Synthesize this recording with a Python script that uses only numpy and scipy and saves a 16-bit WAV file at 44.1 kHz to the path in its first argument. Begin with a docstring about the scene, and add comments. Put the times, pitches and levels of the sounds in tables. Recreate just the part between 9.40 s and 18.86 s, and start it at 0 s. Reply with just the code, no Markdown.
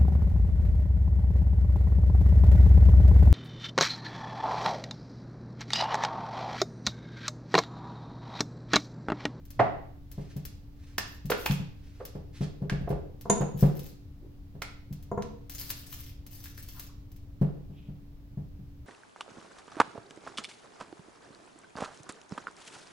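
"""A chocolate bar cracks and crunches as hands break it over its open foil on a kitchen worktop.
Each crack, or click of a crumb, excites two resonances. Impacts of hands and pieces drive the low modes
of the worktop, and falling pieces ring a ceramic bowl. The foil crinkles by buckling; fingers and pieces
rub by stick-slip friction. A small live room reverberates, over faint air noise and an appliance's hum."""
import sys
import numpy as np
from scipy import signal
from scipy.fft import rfft, irfft
from scipy.io import wavfile

SR = 44100
rng = np.random.default_rng(int(sys.argv[2]) if len(sys.argv) > 2 else 0)


def file_out(sig):
    """Save sig as 16-bit WAV at sys.argv[1]."""
    # one column per channel
    cols = np.atleast_2d(sig).T
    # limit, then scale
    lim = np.clip(cols, -1, 1)
    pcm = np.round(lim * 32767).astype(np.int16)
    wavfile.write(sys.argv[1], SR, pcm)


N = 417186
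TIME = np.arange(N) / SR
AGE = TIME[:SR // 2]  # time since an impact
TOP_HZ = 16100


# A piece cracks or crunches, or a crumb clicks as it lands:
# t/s, level/dB, main resonance f/Hz, its gain/dB, second resonance f/Hz, upper cutoff f/Hz
CRACKS_AND_CLICKS = [(.1915, -9.5, 694, 13.5, 1950, 1215), (1.5812, -11, 1783, 6.5, 5300, 6850),
                     (1.8986, -18.5, 470, 24, 850, 5000), (1.915, -15, 465, 13, 1420, 3500),
                     (2.0587, -14, 2500, 7, 860, 5000), (2.1095, -21.5, 2500, -8, 3400, 6500),
                     (2.599, -33, 480, 25.5, 1157, 1450), (3.2962, -19.5, 1684, 12, 2230, 5800),
                     (3.471, -26, 700, 10.5, 450, 800), (4.009, -28, 780, 13, 530, 1470),
                     (5.2187, -20.5, 2175, 8.5, 1370, 7200), (5.821, -29, 4060, -6, 6100, 7000)]


def cracks_and_clicks(width_hz=45, damping=0.068, second_db=4, low_hz=190, cycles=13, longest_s=0.0075):
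    """Transient excitation: a crack or click rings two resonances; the slower the burst, the duller."""
    out = np.zeros(N)
    for s, db, main_hz, main_db, second_hz, cutoff_hz in CRACKS_AND_CLICKS:
        rise_s = min(cycles / cutoff_hz, longest_s)
        pulse = bandpass(burst(rise_s), low_hz, cutoff_hz)
        main, second = (resonance(pulse, hz, width_hz + damping * hz) for hz in (main_hz, second_hz))
        add(out, s, amp(db) * peak(pulse + amp(main_db) * main + amp(second_db) * second))
    return out


# Impacts on the worktop: t/s, level/dB, relative clack level/dB
WORKTOP_IMPACTS = [(0.778, -33.5, -16), (0.961, -33, -18.5), (1.849, -33, -31), (2.099, -22, -38),
                   (2.198, -31, -24), (2.751, -38.5, -10), (3.007, -26, -17.5), (3.218, -29, -20),
                   (3.318, -25.5, -20.5), (3.41, -32, -21), (3.501, -27, -9.5), (4.005, -24, -10),
                   (4.145, -30, -36), (4.225, -13.5, -15.5), (5.147, -44.5, -13.5), (5.508, -35, -31),
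                   (8.013, -19, -18.5), (8.298, -40.5, -23.5), (8.485, -37, -23.5), (8.972, -32.5, -26),
                   (9.192, -43, -26)]
# Modes of the worktop: f/Hz, level/dB, T60/s
WORKTOP_MODES = [(46.4, -2.5, 0.21), (118.7, -11, 0.043), (145.54, 9, 0.24), (173, 6.5, 0.15),
                 (187.6, -4, 0.22), (244.3, -2.5, 0.096)]
# Spectrum of the contact: f/Hz, level/dB
CLACK_SPECTRUM = [(150, -15), (400, 0.5), (700, -8), (1100, -20.5), (2500, -31), (6000, -39), (15000, -40)]


def worktop_thuds(rise_s=0.0056, clack_s=0.0044, clack_db=-2):
    """Impact excitation: a soft blow sets the worktop's modes booming, and the contact radiates a clack."""
    booms, clacks = np.zeros(N), np.zeros(N)
    for s, db, contact_db in WORKTOP_IMPACTS:
        add(booms, s, -amp(db) * ring(WORKTOP_MODES, rise_s))
        clack = peak(colour(burst(clack_s), CLACK_SPECTRUM))
        add(clacks, s, amp(db + contact_db + clack_db) * clack)
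    return booms, clacks


# Pieces landing in the bowl: t/s, level/dB, contact cutoff f/Hz
BOWL_IMPACTS = [(3.855, -30.5, 1510), (3.8981, -5.5, 10110), (5.715, -20.5, 1320), (5.7759, -20, 1630)]
# Modes of the bowl on the worktop: f/Hz, level/dB, T60/s
BOWL_MODES = [(155.3, -10, 0.21), (210, -7, 0.11), (411.3, -7, .06), (467.6, -2, 0.096), (672, 1, 0.03),
              (912, -14.5, 0.1002), (968, -2.5, 0.029), (1323, -14, 0.032), (2114, -17.5, .05),
              (3640, -24.5, 0.068), (5450, -20.5, .04), (6687, 3, 0.059), (6763, -7, 0.17),
              (6720, -12, 0.11), (7270, 1, .03), (7620, -22, 0.1), (8180, -15, 0.046), (9220, -6.5, 0.11),
              (10000, -15, 0.046)]


def bowl_clinks(chatter_s=.0025, chatter_db=-8, rise_s=0.000707, leak_db=-33):
    """Contact compliance is a low-pass: only a hard landing strongly excites the ceramic's high ping."""
    out = np.zeros(N)
    chatter_spectrum = [(900, 0), (2500, -6), (5000, -8), (7000, 0), (10000, -4)]  # f/Hz, level/dB
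    for s, db, cutoff_hz in BOWL_IMPACTS:
        chatter = peak(colour(burst(chatter_s), chatter_spectrum))
        blow = ring(BOWL_MODES, rise_s) + amp(chatter_db) * chatter
        contact = signal.butter(5, cutoff_hz, fs=SR, output="sos")
        add(out, s, amp(db) * peak(signal.sosfilt(contact, blow) + amp(leak_db) * blow))
    return out


# A hand flexes the foil: onset t/s, hold/s, level/dB
FOIL_FLEXES = [(1.65, .11, -67), (1.97, 0.16, -50.5), (4.155, 0.31, -56.5), (4.38, 0.11, -57.5),
               (6.1, 0.12, -49), (6.175, 0.12, -50.5), (6.35, 0.34, -53.5), (6.9, .19, -53),
               (7.14, 0.12, -60), (7.26, 0.17, -55.5)]


def flex_envelope(attack_s=.02, release_s=0.034, sag_db_per_s=26):
    """Relaxation: the crackle of each flex starts quickly, eases as the sheet gives, then dies away."""
    gain = np.zeros(N)
    for s, hold_s, db in FOIL_FLEXES:
        age = np.maximum(TIME - s, 0)
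        attack = np.minimum(age / attack_s, 1)
        release = np.exp(-np.maximum(age - hold_s, 0) / release_s)
        gain = np.maximum(gain, amp(db - sag_db_per_s * age) * attack * release)
    return gain


# Whole creases snapping through: t/s, level/dB
CREASE_SNAPS = [(0.0517, -51.5), (0.1037, -42), (0.714, -42.5), (0.9642, -42.5), (1.051, -34.5),
                (1.5798, -28.5), (1.855, -42.5), (1.9022, -24.5), (2.058, -28), (2.6508, -36), (3.49, -46),
                (3.8098, -41), (4.193, -45), (4.392, -37.5), (5.218, -40.5), (5.526, -42), (5.6255, -48),
                (6.0955, -34), (6.3015, -24), (6.599, -46), (6.8638, -42), (7.039, -39), (7.3948, -33),
                (7.7157, -51.5), (7.7607, -50.5)]
# Spectrum radiated by the foil: f/Hz, level/dB
FOIL_SPECTRUM = [(400, -13.5), (1000, -17), (2000, -11.5), (4500, -6), (6500, -4.5), (8500, -8.5),
                 (11000, -7), (13000, -1.5), (16000, -3)]


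def foil_crinkle(pops_per_s=900, pop_s=.0012, crease_s=.0022, crumple_db=2, crease_db=2):
    """Buckling: facets of the flexed sheet pop with a tick and a ping; at times a whole crease flips."""
    starts = np.flatnonzero(rng.random(N - SR // 100) < pops_per_s / SR)
    age = AGE[:SR // 200]
    ping_hz = rng.uniform(1200, TOP_HZ, (len(starts), 1))
    ticks = rng.standard_normal((len(starts), len(age)))
    pops = (ticks + np.sin(2 * np.pi * ping_hz * age)) * np.exp(-age / pop_s)
    sizes = amp(5 * np.minimum(rng.exponential(size=(len(starts), 1)), 4))  # most are tiny, a few stand out
    samples = starts[:, None] + np.arange(len(age))
    crinkle = np.bincount(samples.ravel(), (sizes * pops).ravel(), N)
    clumps = amp(4 * wander(80))
    out = unit(colour(crinkle * clumps, FOIL_SPECTRUM)) * flex_envelope() * amp(crumple_db)
    for s, db in CREASE_SNAPS:
        add(out, s, amp(db + crease_db) * peak(colour(burst(crease_s), FOIL_SPECTRUM)))
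    return out


# Fingertips brushing the bar: centre t/s, duration/s, level/dB
FINGER_STROKES = [(0.872, .38, -69), (1.5, 0.4, -71.5), (2.572, 0.5, -71), (3.009, 0.17, -58)]
# A hand or piece dragging, from rumble to squeak: centre t/s, duration/s, level/dB, judder f/Hz
JUDDERS = [(0.211, 0.1, -39, 137.7), (3.24, 0.067, -46, 400), (3.473, 0.45, -39, 46.5),
           (3.538, 0.073, -49.5, 611), (4.851, 0.059, -54, 362), (7.372, 0.064, -61, 1110),
           (7.495, 0.035, -66, 1120), (8.41, 0.22, -72.5, 2900)]


def rubbing(flicker_db=4.0, brush_band_hz=(1400, 7000), judder_ratio=1.22):
    """Stick-slip friction: uneven noise swells and fades, broadband in a brush, narrowband in a judder."""
    out = np.zeros(N)
    slips = rng.standard_normal(N) * amp(flicker_db * wander(70))
    rubs = [(*row, *brush_band_hz) for row in FINGER_STROKES]
    rubs += [(s, length, db, hz / judder_ratio, hz * judder_ratio) for s, length, db, hz in JUDDERS]
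    for s, length, db, low_hz, high_hz in rubs:
        swell = np.cos(np.pi * np.clip((TIME - s) / length, -.5, .5))
        out += amp(db) * swell * unit(bandpass(slips, low_hz, high_hz))
    return out


# Spectrum of the room air: f/Hz, level/dB
AIR_SPECTRUM = [(25, -3.5), (45, -2), (110, -3.5), (200, -16.5), (350, -26), (600, -33), (1400, -43.5),
                (5000, -44.5), (10500, -53.5), (14000, -50.5)]


def room_air(db=-50):
    """Spatial coherence: ambient noise is nearly alike at both microphones in the bass, unlike above it."""
    mid, side = (unit(colour(rng.standard_normal(N), AIR_SPECTRUM)) for _ in range(2))
    side = colour(side, [(100, -13.5), (300, -8.0), (1000, 0.5)])
    return amp(db) * np.array([mid + side, mid - side])


# Partials of the appliance: f/Hz, level/dB
HUM_PARTIALS = [(42, -62.5), (81, -62), (286.5, -62.5)]


def appliance_hum():
    """Amplitude and phase modulation: each low partial wavers slightly at random."""
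    return sum(np.sqrt(2) * amp(db + wander(7.6)) * np.sin(2 * np.pi * hz * TIME + wander(1.9) / 2)
               for hz, db in HUM_PARTIALS)


# Reverberation time of the kitchen: f/Hz, T60/s
KITCHEN_T60 = [(100, 0.65), (300, 0.67), (700, 0.5), (1900, 0.52), (5000, 0.55), (13000, 0.082)]


def room_response(build_s=0.0033, early_db=5, early_s=0.0056, low_hz=90):
    """Reverberation: strong early reflections lead into a diffuse tail that decays band by band."""
    t = TIME[:SR * 3 // 4]
    hz = np.fft.rfftfreq(len(t), 1 / SR)
    centres = np.geomspace(100, 15000, 9)
    noise = rfft(rng.standard_normal(len(t))) * hz ** 2 / (hz ** 2 + low_hz ** 2)  # small room: no deep bass
    tail = 0
    for centre, weights in zip(centres, np.eye(len(centres))):
        band = irfft(noise * curve_at(np.c_[centres, weights], hz), len(t))
        tail = tail + band * np.exp(-np.log(1000) * t / curve_at(KITCHEN_T60, centre))
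    tail *= 1 - np.exp(-(t / build_s) ** 2)
    tail *= 1 + amp(early_db) * np.exp(-t / early_s)
    return tail / np.sqrt(np.sum(tail ** 2))


def amp(db):
    """Amplitude ratio of a level."""
    return 10 ** (np.asarray(db) / 20)


def unit(x):
    """Normalisation to unit rms."""
    return x / np.sqrt(np.mean(x ** 2))


def peak(x):
    """Normalisation to unit peak."""
    return x / np.abs(x).max()


def add(track, s, sound):
    """Superposition of a sound on a track at s seconds."""
    start = int(s * SR)
    track[start:start + len(sound)] += sound[:N - start]


def wander(rate_hz):
    """Random modulation of unit rms, by linear interpolation."""
    knots = rng.standard_normal(int(rate_hz * N / SR) + 2)
    return unit(np.interp(TIME * rate_hz, np.arange(len(knots)), knots))


def curve_at(points, hz):
    """Interpolation of (f/Hz, value) points on a log-frequency axis."""
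    f, value = np.transpose(points)
    return np.interp(np.log(hz + 1), np.log(f), value)


def colour(x, points, size=8192):
    """Minimum-phase filtering to a (f/Hz, level/dB) curve, by folding its cepstrum."""
    gain = amp(curve_at(points, np.fft.rfftfreq(size, 1 / SR)))
    cepstrum = irfft(np.log(gain))
    cepstrum[1:size // 2] *= 2
    cepstrum[size // 2 + 1:] = 0
    return signal.fftconvolve(x, irfft(np.exp(rfft(cepstrum))))[:len(x)]


def bandpass(x, low_hz, high_hz):
    """Band limiting between two cutoffs."""
    return signal.sosfilt(signal.butter(2, [low_hz, high_hz], "bandpass", fs=SR, output="sos"), x)


def resonance(x, hz, width_hz):
    """Forced response of a resonator with unit gain at its centre."""
    return signal.lfilter(*signal.iirpeak(hz, hz / width_hz, fs=SR), x)


def burst(rise_s):
    """Broadband transient: noise swells and dies, its spectrum whitened."""
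    envelope = AGE / rise_s * np.exp(-AGE / rise_s)
    x = rng.standard_normal(len(AGE)) * envelope
    for _ in range(2):
        white = irfft(np.exp(1j * np.angle(rfft(x))), len(AGE))
        x = white * np.sqrt(envelope)
    return x


def ring(modes, rise_s):
    """Free vibration of damped modes; each blow lands elsewhere and weights them a little differently."""
    hz, db, t60 = np.transpose(modes)[:, :, None]
    gain = amp(db + rng.standard_normal(hz.shape))
    partials = gain * np.sin(2 * np.pi * hz * AGE) * np.exp(-np.log(1000) * AGE / t60)
    return peak(partials.sum(axis=0) * (1 - np.exp(-AGE / rise_s)))


def place(x, room, db, wet_db, pan_db, lag_ms):
    """Direct plus reverberant field; positive pan favours the left, positive lag delays the right."""
    size = 2 ** 19
    delay = np.exp(-2j * np.pi * np.fft.rfftfreq(size, 1 / SR) * lag_ms / 1000)
    delayed = irfft(rfft(x, size) * delay)[:N]
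    direct = np.array([x * amp(pan_db / 2), delayed * amp(-pan_db / 2)])
    reverberant = np.array([signal.oaconvolve(x, side)[:N] for side in room])
    return amp(db) * (direct + amp(wet_db) * reverberant)


def scene():
    """Superposition of all sources in one kitchen."""
    room = [room_response(), room_response()]
    booms, clacks = worktop_thuds()
    return (place(cracks_and_clicks(), room, db=-1.5, wet_db=-3.0, pan_db=-1.5, lag_ms=0.046)
            + place(booms, room, db=3, wet_db=-13.0, pan_db=1.5, lag_ms=-0.13)
            + place(clacks, room, db=12.5, wet_db=2.0, pan_db=-3.0, lag_ms=-0.22)
            + place(bowl_clinks(), room, db=0.0, wet_db=-1.5, pan_db=1.0, lag_ms=0.013)
            + place(foil_crinkle(), room, db=4.5, wet_db=2, pan_db=4.5, lag_ms=0.021)
            + place(rubbing(), room, db=3.5, wet_db=-3, pan_db=.5, lag_ms=-0.042)
            + room_air() + appliance_hum())


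# Response of the left microphone port: f/Hz, level/dB
LEFT_RESPONSE = [(300, 3), (650, 0.5), (1200, 1.5), (6500, -5), (8200, -8), (13000, 3)]
# Response of the right microphone port: f/Hz, level/dB
RIGHT_RESPONSE = [(1200, 2.5), (8200, -4), (11200, -2), (13000, -2)]


def record(dry):
    """Frequency response: each microphone port colours its channel, and a steep low-pass cuts the top."""
    ports = np.array([colour(dry[0], LEFT_RESPONSE), colour(dry[1], RIGHT_RESPONSE)])
    return signal.sosfilt(signal.ellip(10, .2, 70, TOP_HZ, fs=SR, output="sos"), ports)


dry = scene()
out = record(dry)
file_out(out)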